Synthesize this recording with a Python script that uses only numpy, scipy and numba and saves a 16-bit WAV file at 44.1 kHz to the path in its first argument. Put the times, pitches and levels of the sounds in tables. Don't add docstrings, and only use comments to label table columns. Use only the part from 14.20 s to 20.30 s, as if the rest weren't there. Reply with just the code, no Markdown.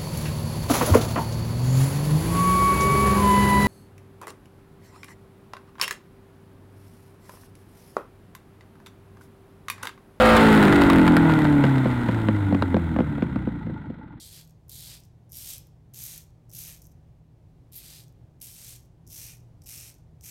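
import sys
import numpy as np
from scipy import signal
from scipy.fft import rfft, irfft
from scipy.io import wavfile
from scipy.ndimage import uniform_filter1d
from numba import njit

SR = 44100
rng = np.random.default_rng(int(sys.argv[2]) if len(sys.argv) > 2 else 0)


def to_wav(sig):
    pcm = np.clip(np.atleast_2d(sig), -1, 1) * 32767
    pcm = np.round(pcm).astype(np.int16)
    wavfile.write(sys.argv[1], SR, pcm.T)


N = 269142
TIME = np.arange(N) / SR

# lower f/Hz, its boost/dB, upper f/Hz, its boost/dB, its rise along the stroke/octaves
STROKES = [ (-0.05, 0.28, -52.5, 0.0067, 0.019, -13, 15, -2, -1, 3360, 1.5, 4460, 5, 0.05),
           (0.492, 0.29, -49.5, 0.017, 0.022, -13, 13.4, -2.5, -0.5, 3500, 2.5, 4550, 4, 0.33),
           (1.124, 0.26, -47.5, 0.017, 0.014, -12.5, 6.3, -7, 0.5, 2880, 3, 5660, 3, 0.12),
           (1.736, 0.27, -45, 0.038, 0.046, -12.5, 5.1, -8, 1, 2520, 0, 6300, 5, 0.05),
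           (2.322, 0.24, -46.5, 0.029, 0.053, -11, 7.8, -8, 2.5, 2490, 3.5, 6100, 6, 0.05),
           (3.521, 0.31, -53, 0.023, 0.028, -9, 2.8, -2, 0, 3660, -0.5, 4820, 2, 0.43),
           (4.211, 0.37, -52, 0.0022, 0.029, -11, 2.7, -8.5, -2.5, 2550, 3, 5730, 2, 0.4),
           (4.901, 0.24, -45.5, 0.031, 0.048, -11.5, 14, -10, 0, 2600, 5, 5750, 7.5, 0.04),
           (5.461, 0.25, -46, 0.014, 0.056, -10, 3.6, -10.5, -2, 2530, 4.5, 5650, 4, 0.06),
           (6.027, 0.24, -47, 0.015, 0.05, -8.5, 8.7, -12.5, -1.5, 2320, 4, 6100, 5.5, 0.06), ]
# middle t/s, half-width/s, swell/dB, blade edge/dB, skin rasp/dB
STUBBLE_PATCHES = [(0.02, 0.031, 3.5, -9, -2.5), (0.1, 0.02, -3, -1, 0), (0.72, 0.035, 0, -3, 2.5),
                   (1.165, 0.025, 0.5, 3.5, -2), (1.3, 0.041, 4.5, 1, -2.5), (1.845, 0.021, 0.5, 5.5, -1),
                   (2.39, 0.035, 1, 2, -2), (2.49, 0.018, 1, 1, 3), (3.568, 0.027, 0, 13, 0),
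                   (3.62, 0.016, -4, -2, 3), (4.235, 0.046, 2.5, 5, -1.5), (4.335, 0.021, -1.5, 2, -5),
                   (4.5, 0.081, 4, 2, -2), (5.69, 0.012, 4, 3, -1)]
# f/Hz, level/dB
SNAP_SPECTRUM = [(500, 2.5), (1000, -13), (1600, -8.5), (2400, -2), (3200, -1), (4000, 2.5), (4800, 2.5),
                 (5700, 2.5), (7300, 3.5), (9000, 5), (11000, 3), (12600, 6.5), (14000, 0.5), (15700, -5.5)]
# f/Hz, level/dB
WET_SPECTRUM = [(1000, -20), (2500, -20.5), (4300, -16), (5500, 1), (7500, -3.5), (10000, -5.5), (12600, 0),
                (16000, -9)]
# start t/s, end t/s, level/dB
FOAM_RESTS = [(0.281, 0.324, -67.5), (1.097, 1.122, -54), (2.289, 2.336, -57.5), (2.588, 2.68, -57),
              (2.685, 2.738, -66), (4.867, 4.898, -47.5), (5.412, 5.47, -58.5), (6.015, 6.03, -52)]
# f/Hz, level/dB, T60/s
HEAD_MODES = [(2330, -15, 0.26), (3168, 4, 0.13), (3440, -5.5, 0.046), (3836, -16.5, 0.035),
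              (3900, -23, 0.084), (5120, -9, .3), (6290, -19, 0.079), (7600, -10, 0.15),
              (8300, -2.5, 0.039), (10560, -5, .08), (12900, -3, 0.045), (12400, -16, .06)]
# f/Hz, relative level/dB
FAN_SPECTRUM = [(20, -16.5), (36, -8), (58, -0.5), (74, -2.5), (105, -0.5), (145, -4), (200, -14.5),
                (330, -17), (470, -23), (750, -25.5), (1300, -37.5), (2500, -42.5), (5000, -47.5),
                (16000, -55.5)]
# f/Hz, base level/dB, waver/dB
HUM_TONES = [(118.7, -60, 2.5), (158.2, -62.5, 3)]
# middle t/s, half-width/s, gain/dB
HUM_RISE = (2.5, 0.31, 4.3)
# t/s, impulse level/dB, blade edge gain/dB
HEAD_TICKS = [(0.483, -44, 12), (.495, -26.5, 9.5), (0.8362, -36, -4), (.852, -37, 0), (1.094, -43, 12),
              (1.1201, -27.5, 12), (1.29, -15, 3), (1.3055, -19, -5), (1.336, -15, 2), (1.3812, -23, 6),
              (1.47, -39.5, 7), (1.7413, -37, -1), (1.75, -32, -6), (1.978, -25, 11), (2.3026, -33, -3),
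              (2.315, -30, 2), (2.3336, -32.5, 13), (2.654, -33, -13), (2.669, -40, 13), (3.5234, -43, 20),
              (3.5644, -31, 7), (4.2023, -39, 2), (4.2161, -34, 16), (4.561, -30, 3), (4.8668, -34.5, -10),
              (4.875, -36, -10), (4.899, -29, -6), (5.42, -27.5, -18), (5.444, -33, -13), (5.459, -34, -9),
              (6.01, -28, -3)]
# t/s, f/Hz, level/dB, T60/s
FREE_MODE = (1.381, 5218, -61, 0.26)

BITE_DB, EASE_DB = 11, 13
HOLLOW_RISE_DB, EDGE_FALL_DB = 2.5, 4.5
LOWER_FALL_OCT, UPPER_FADE = 0.18, 0.31
DIP_RATIO, DIP_DB = 1.39, -1
OPEN_HZ, OPEN_SHARE = 870, 0.15


def undb(db):
    return 10 ** (np.asarray(db) / 20)


def unit(x):
    return x / np.sqrt(np.mean(x ** 2))


def steady(x, size=1300):
    power = uniform_filter1d(uniform_filter1d(x ** 2, size), size)
    return x / np.sqrt(power + 1e-12)


def walk(rate_hz):
    hold = max(int(SR / rate_hz), 1)
    steps = np.repeat(rng.standard_normal(N // hold + 1), hold)
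    return unit(uniform_filter1d(steps, hold)[:N])


def colour(x, spectrum, size=8192):
    hz, db = np.transpose(spectrum)
    bins = np.maximum(np.fft.rfftfreq(size, 1 / SR), 1)
    gain = undb(np.interp(np.log(bins), np.log(hz), db))
    cepstrum = irfft(np.log(gain))
    cepstrum[1:size // 2] *= 2
    cepstrum[size // 2 + 1:] = 0
    return signal.fftconvolve(x, irfft(np.exp(rfft(cepstrum))))[:len(x)]


def split(x, hz, order=4):
    low = signal.sosfiltfilt(signal.butter(order, hz, fs=SR, output="sos"), x)
    return low, x - low


@njit
def resonator(x, hz, damping):
    band, high = np.empty(len(x)), np.empty(len(x))
    band_state, low_state = 0., 0.
    for i in range(len(x)):
        g = np.tan(np.pi * hz[i] / SR)
        velocity = (band_state + g * (x[i] - low_state)) / (1 + g * (g + damping))
        band[i] = damping * velocity
        high[i] = x[i] - band[i] - low_state - g * velocity
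        band_state, low_state = 2 * velocity - band_state, low_state + 2 * g * velocity
    return band, high


def stroke():
    rows = np.array(STROKES)
    turns = (rows[:-1, 0] + rows[:-1, 1] + rows[1:, 0]) / 2
    start, length, *columns = rows[np.searchsorted(turns, TIME)].T
    return TIME - start, start + length - TIME, *columns


def travel(age, left):
    return np.clip(age / (age + left), 0, 1)


def contact(age, left, land_s, lift_s):
    return np.clip(1 + age / land_s, 0, 1) * np.clip(1 + left / lift_s, 0, 1)


def pressure_db(age, left, attack_s, release_s):
    landing = np.exp(-np.maximum(age, 0) / attack_s)
    lifting = np.exp(-np.maximum(left, 0) / release_s)
    return -BITE_DB * landing - EASE_DB * lifting


def stubble_patches():
    middle, width, swell_db, bright_db, deep_db = np.transpose(STUBBLE_PATCHES)
    inside = np.exp(-np.minimum(((TIME[:, None] - middle) / width) ** 2, 20))
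    return inside @ swell_db, inside @ bright_db, inside @ deep_db


def snaps(rate_hz, spread_db, bunch_db):
    chance, strength = rng.random(N), np.minimum(rng.standard_normal(N), 2.3)
    return (chance < rate_hz / SR) * undb(spread_db * strength + bunch_db * walk(260))


def crumble(clicks, tail_s, tail_db):
    decay = np.exp(-2 / (tail_s * SR))
    energy = signal.lfilter([1 - decay], [1, -decay], clicks ** 2 + 1e-18)
    return clicks + undb(tail_db) * np.sqrt(energy) * rng.standard_normal(N)


def air_pocket(x, lower_damping=0.22, upper_damping=0.17, dip_damping=0.3):
    age, left, *_, lower_hz, lower_db, upper_hz, upper_db, rise_oct = stroke()
    way = travel(age, left)
    past_middle = way - .5
    lower_hz = lower_hz * 2 ** (-LOWER_FALL_OCT * past_middle)
    upper_hz = upper_hz * 2 ** (rise_oct * past_middle)
    for hz, db, damping in [(lower_hz, lower_db, lower_damping),
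                            (upper_hz, upper_db * (1 - UPPER_FADE * past_middle), upper_damping),
                            (DIP_RATIO * upper_hz, DIP_DB * (1 - way), dip_damping)]:
        x = x + (undb(db) - 1) * resonator(x, hz, damping)[0]
    return x


def scrape():
    (age, left, level_db, attack_s, release_s,
     skin_db, skin_rise_db, hollow_db, edge_db, lower_hz, *_) = stroke()
    way = travel(age, left)
    past_middle = way - .5
    swell_db, bright_db, deep_db = stubble_patches()
    bite = np.interp(way, [0, .3, .8, 1], [.3, 0.88, 0.87, .4])
    clicks = snaps(rate_hz=2000 * bite, spread_db=2.5, bunch_db=0)
    hairs = steady(crumble(clicks, tail_s=0.00065, tail_db=-6.0))
    hiss = undb(-3) * bite * rng.standard_normal(N)
    cut = air_pocket(colour(hairs + hiss, SNAP_SPECTRUM))
    low_cut_hz = OPEN_HZ + (lower_hz - OPEN_HZ) * np.exp(-way / OPEN_SHARE)
    _, cut = resonator(cut, low_cut_hz, damping=0.96)
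    skin, rest = split(cut, hz=2975, order=12)
    hollow, rest = split(rest, hz=5080, order=8)
    middle, edge = split(rest, hz=10640)
    edge = edge * undb(3.3 * walk(700))
    hollow = hollow * undb(walk(500))
    bands = (undb(skin_db + deep_db + skin_rise_db * past_middle) * steady(skin)
             + undb(hollow_db + HOLLOW_RISE_DB * past_middle) * steady(hollow)
             + steady(middle)
             + undb(edge_db + bright_db - EDGE_FALL_DB * past_middle) * steady(edge))
    gain = undb(level_db + pressure_db(age, left, attack_s, release_s) + swell_db)
    return contact(age, left, land_s=0.0033, lift_s=0.033) * gain * bands


def lather():
    age, left, *_ = stroke()
    stroking = undb(-57.5) * contact(age, left, land_s=.004, lift_s=0.11)
    resting = sum(undb(db) * np.interp(TIME, [start, start + 0.0037, end - .008, end], [0, 1, 1, 0])
                  for start, end, db in FOAM_RESTS)
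    clicks = snaps(rate_hz=730, spread_db=4, bunch_db=5.5)
    pops = steady(crumble(clicks, tail_s=0.0014, tail_db=-1), size=2500)
    return (stroking + resting) * colour(pops, WET_SPECTRUM)


def steel_head(x):
    out = x
    for hz, db, t60 in HEAD_MODES:
        pole = np.exp((2j * np.pi * hz - np.log(1000) / t60) / SR)
        mode = signal.lfilter([1], [1, -pole], x).real
        out = out + 2 * undb(db) * (1 - abs(pole)) * mode
    return out


def bathroom(x, gap_s=0.0032, t60_s=0.36, treble_t60_s=0.18, level_db=-12):
    t = np.arange(SR // 2) / SR
    low, high = split(rng.standard_normal(len(t)), hz=7660, order=2)
    tail = (low * undb(-60 * t / t60_s) + high * undb(-60 * t / treble_t60_s)) * (t > gap_s)
    return undb(level_db) * signal.fftconvolve(x, tail / np.linalg.norm(tail))[:N]


def fan():
    air = undb(-54.0 + 0.5 * walk(7.1)) * unit(colour(rng.standard_normal(N), FAN_SPECTRUM))
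    hum = np.zeros(N)
    for hz, db, waver_db in HUM_TONES:
        waver = undb(waver_db * walk(8.3))
        phase = 2 * np.pi * hz * TIME + 0.61 * walk(4.8)
        hum += undb(db) * unit(waver * np.sin(phase))
    middle, width, rise_db = HUM_RISE
    rise = undb(rise_db * np.exp(-((TIME - middle) / width) ** 2))
    return air + rise * hum


def ticks():
    times, level_db, edge_db = np.transpose(HEAD_TICKS)
    clicks = np.zeros(N)
    clicks[(times * SR).astype(int)] = undb(level_db)
    cracks = crumble(clicks, tail_s=.0014, tail_db=3)
    body, edge = split(air_pocket(colour(cracks, WET_SPECTRUM)), hz=9800)
    return body + undb(np.interp(TIME, times, edge_db)) * edge


def lift_ring():
    start, hz, db, t60 = FREE_MODE
    age = np.maximum(TIME - start, 0)
    return undb(db - 60 * age / t60) * np.sin(2 * np.pi * hz * age)


def scene():
    razor = steel_head(scrape() + ticks() + lather()) + lift_ring()
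    return (undb(-1.84) * razor + bathroom(razor) + fan())[None]


def record(dry, top_hz=15900):
    return signal.sosfilt(signal.ellip(10, .2, 60, top_hz, fs=SR, output="sos"), dry)


dry = scene()
out = record(dry)
to_wav(out)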